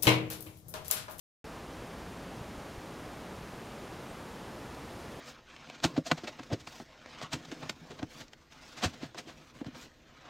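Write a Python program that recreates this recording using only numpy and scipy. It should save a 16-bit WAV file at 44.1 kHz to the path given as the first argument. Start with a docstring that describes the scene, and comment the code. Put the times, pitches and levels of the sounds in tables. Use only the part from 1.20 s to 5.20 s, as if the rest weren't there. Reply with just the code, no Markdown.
"""After a moment of silence, a steady wash of distant traffic and air fills a quiet garden.
With it come microphone hiss, the thin whine of a hand-held camera's electronics, the weak hum
of a far motor and a faint, wavering drone. The hand bumps the camera softly four times,
a far bird calls once, and leaves stir near the end. The sound is mono."""
import sys
import numpy as np
from scipy import signal
from scipy.fft import rfft, irfft
from scipy.io import wavfile

SR = 44100
rng = np.random.default_rng(int(sys.argv[2]) if len(sys.argv) > 2 else 0)


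def file_out(sig):
    """Save sig as 16-bit WAV at sys.argv[1]."""
    # one column per channel
    cols = np.atleast_2d(sig).T
    # limit, then scale
    lim = np.clip(cols, -1, 1)
    pcm = np.round(lim * 32767).astype(np.int16)
    wavfile.write(sys.argv[1], SR, pcm)


N = 176400
T = np.arange(N) / SR

# spectrum of distant traffic and air: (frequency [Hz], relative density [dB])
WASH_SPECTRUM = [(12, -22), (22, -11), (40, -6), (60, -1.5), (130, -0.5), (240, -.5), (400, -3), (600, -5),
                 (850, -7), (1150, -9.5), (2000, -15.5), (3000, -19.5), (4200, -24), (8000, -33),
                 (16000, -44)]
# spectrum of the microphone hiss: (frequency [Hz], relative density [dB])
HISS_SPECTRUM = [(1000, -3.5), (3000, 0.5), (5200, 1), (7500, -0.5), (9000, -2.5), (10200, -4.5),
                 (11800, -6.2), (13500, -10), (15700, -16.5)]
# a tone of the electronics and its sidebands: (frequency [Hz], rms level [dB])
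WHINE_LINES = [(11703, -94), (11763, -88), (11793, -88), (11823, -80.5), (11883, -92)]
# envelope of the motor hum: (time [s], rms level [dB])
HUM_ENVELOPE = [(.3, -66), (.52, -54), (.75, -64), (1.1, -60), (2.3, -76), (3.3, -67), (3.6, -59), (4, -64)]
# course of the drone in the traffic: (time [s], frequency [Hz], rms level [dB])
DRONE_COURSE = [(.3, 160, -63), (.6, 163, -62), (.95, 177, -53.5), (1.4, 188.7, -61), (1.8, 195, -63),
                (2.25, 191, -54.5), (2.55, 188, -75), (4, 190, -82)]
# bumps of the hand on the camera: (onset [s], level [dB], rocking frequency [Hz])
HAND_BUMPS = [(.889, -47, 160), (1.211, -30.5, 136), (1.372, -41, 60), (1.573, -37, 70)]
# the bird's note: (centre time [s], duration [s], frequency [Hz], peak level [dB])
BIRD_NOTE = (2.902, .085, 8330, -63.5)
# brushes of the leaves: (centre time [s], duration [s], rms level at the centre [dB])
LEAF_BRUSHES = [(3.548, .02, -60), (3.75, .6, -65), (3.81, .07, -61), (3.92, .03, -59)]
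# spectrum of the leaves: (frequency [Hz], relative density [dB])
LEAF_SPECTRUM = [(800, -20), (3800, 4), (9500, -4), (15000, -17)]

WASH_DB, WASH_SWAY_DB, WASH_SWAY_PER_S = -44.5, 0.1, 2.9
HISS_DB = -60.5
HUM_HZ, HUM_WANDER_HZ = 56.6, 0.89
DRONE_WANDER_HZ = 4.16
BUMP_CYCLES = 1.16   # the rocking rises and dies within this many cycles
KNOCK_HZ, KNOCK_RELATIVE_DB, KNOCK_T60_S = 430, -10, .05
BIRD_RISE_HZ_PER_S, BIRD_WAVER_HZ = 1500, 30
NOTCH_HZ, NOTCH_WIDTH_HZ, NOTCH_DEPTH = 7868, 210, .83
START_S, CUTOFF_HZ = .2425, 15800


def from_db(db):
    """Amplitude grows tenfold for every 20 dB."""
    return 10 ** (np.asarray(db) / 20)


def unit_rms(x):
    """Normalisation: dividing by the rms gives unit power."""
    return x / np.sqrt(np.mean(x ** 2) + 1e-20)


def drift(corner_hz):
    """Low-pass filtering turns white noise into a random wander of unit rms."""
    hz = np.arange(N // 2 + 1) * SR / N
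    white = rfft(rng.standard_normal(N))
    return unit_rms(irfft(white * (hz > 0) / (1 + (hz / corner_hz) ** 2), N))


def coloured_noise(spectrum):
    """Spectral shaping: white noise weighted by the given spectrum, at unit rms."""
    hz = np.maximum(np.arange(N // 2 + 1) * SR / N, 1)
    points_hz, points_db = np.transpose(spectrum)
    gain = from_db(np.interp(np.log(hz), np.log(points_hz), points_db))
    return unit_rms(irfft(rfft(rng.standard_normal(N)) * gain, N))


def tone(hz):
    """Phase is the integral of frequency: a sine of unit peak follows the given pitch."""
    return np.sin(2 * np.pi * np.cumsum(hz) / SR)


def swell(centre, duration):
    """A Hann window: a smooth rise and fall about the centre time."""
    return np.cos(np.pi * np.clip((T - centre) / duration, -.5, .5)) ** 2


def distant_wash():
    """Incoherent addition: far traffic and moving air merge into a dull, barely swaying noise."""
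    level_db = WASH_DB + WASH_SWAY_DB * drift(WASH_SWAY_PER_S)
    return from_db(level_db) * coloured_noise(WASH_SPECTRUM)


def electronics():
    """Beating: closely spaced steady tones interfere as a thin whine over the microphone's hiss."""
    whine = sum(from_db(db) * np.sin(2 * np.pi * (hz * T + rng.random())) for hz, db in WHINE_LINES)
    hiss = from_db(HISS_DB) * coloured_noise(HISS_SPECTRUM)
    return hiss + np.sqrt(2) * whine


def far_motor():
    """Amplitude modulation: a motor's low, wavering tone swells and sinks into the wash."""
    pitch = HUM_HZ + HUM_WANDER_HZ * drift(1.5)
    level_db = np.interp(T, *np.transpose(HUM_ENVELOPE))
    return np.sqrt(2) * from_db(level_db) * tone(pitch)


def far_drone():
    """Frequency modulation: a tone, perhaps a far engine, climbs unsteadily and fades past half-way."""
    times, hz, db = np.transpose(DRONE_COURSE)
    pitch = np.interp(T, times, hz) + DRONE_WANDER_HZ * drift(8.9)
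    return np.sqrt(2) * from_db(np.interp(T, times, db)) * tone(pitch)


def hand_bumps():
    """Impact excitation: each bump rocks the camera briefly and rings a damped mode of its body."""
    bumps = np.zeros(N)
    for onset, db, hz in HAND_BUMPS:
        age = np.clip(T - onset, 0, 1)
        cycles = np.minimum(age * hz, BUMP_CYCLES)
        rock = np.sin(np.pi * cycles / BUMP_CYCLES) * np.sin(2 * np.pi * cycles)
        knock_envelope = from_db(KNOCK_RELATIVE_DB - 60 * age / KNOCK_T60_S)
        knock = knock_envelope * np.sin(2 * np.pi * KNOCK_HZ * age)
        bumps += from_db(db) * (rock + knock)
    return bumps


def far_bird():
    """A linear chirp: one short, high note rises slightly, with a random waver in pitch."""
    centre, duration, hz, db = BIRD_NOTE
    rise = BIRD_RISE_HZ_PER_S * np.clip(T - centre, -duration, duration)
    pitch = hz + rise + BIRD_WAVER_HZ * drift(80)
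    return from_db(db) * swell(centre, duration) * tone(pitch)


def leaves():
    """Friction noise: brushing leaves give faint, bright swells."""
    return sum(from_db(db) * swell(centre, duration) * coloured_noise(LEAF_SPECTRUM)
               for centre, duration, db in LEAF_BRUSHES)


def scene():
    """Superposition: all sources add into one signal that feeds both channels alike."""
    background = distant_wash() + far_motor() + electronics()
    mono = background + far_drone() + hand_bumps() + far_bird() + leaves()
    return np.array([mono, mono])


def record(dry):
    """Filtering and gating: the camera notches one narrow band, switches on and cuts the top treble."""
    band_pass = signal.iirpeak(NOTCH_HZ, NOTCH_HZ / NOTCH_WIDTH_HZ, fs=SR)
    notched = dry - NOTCH_DEPTH * signal.lfilter(*band_pass, dry)
    gated = notched * (T >= START_S)
    low_pass = signal.ellip(12, .1, 80, CUTOFF_HZ, fs=SR, output="sos")
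    return signal.sosfilt(low_pass, gated + 1e-18)


dry = scene()
out = record(dry)
file_out(out)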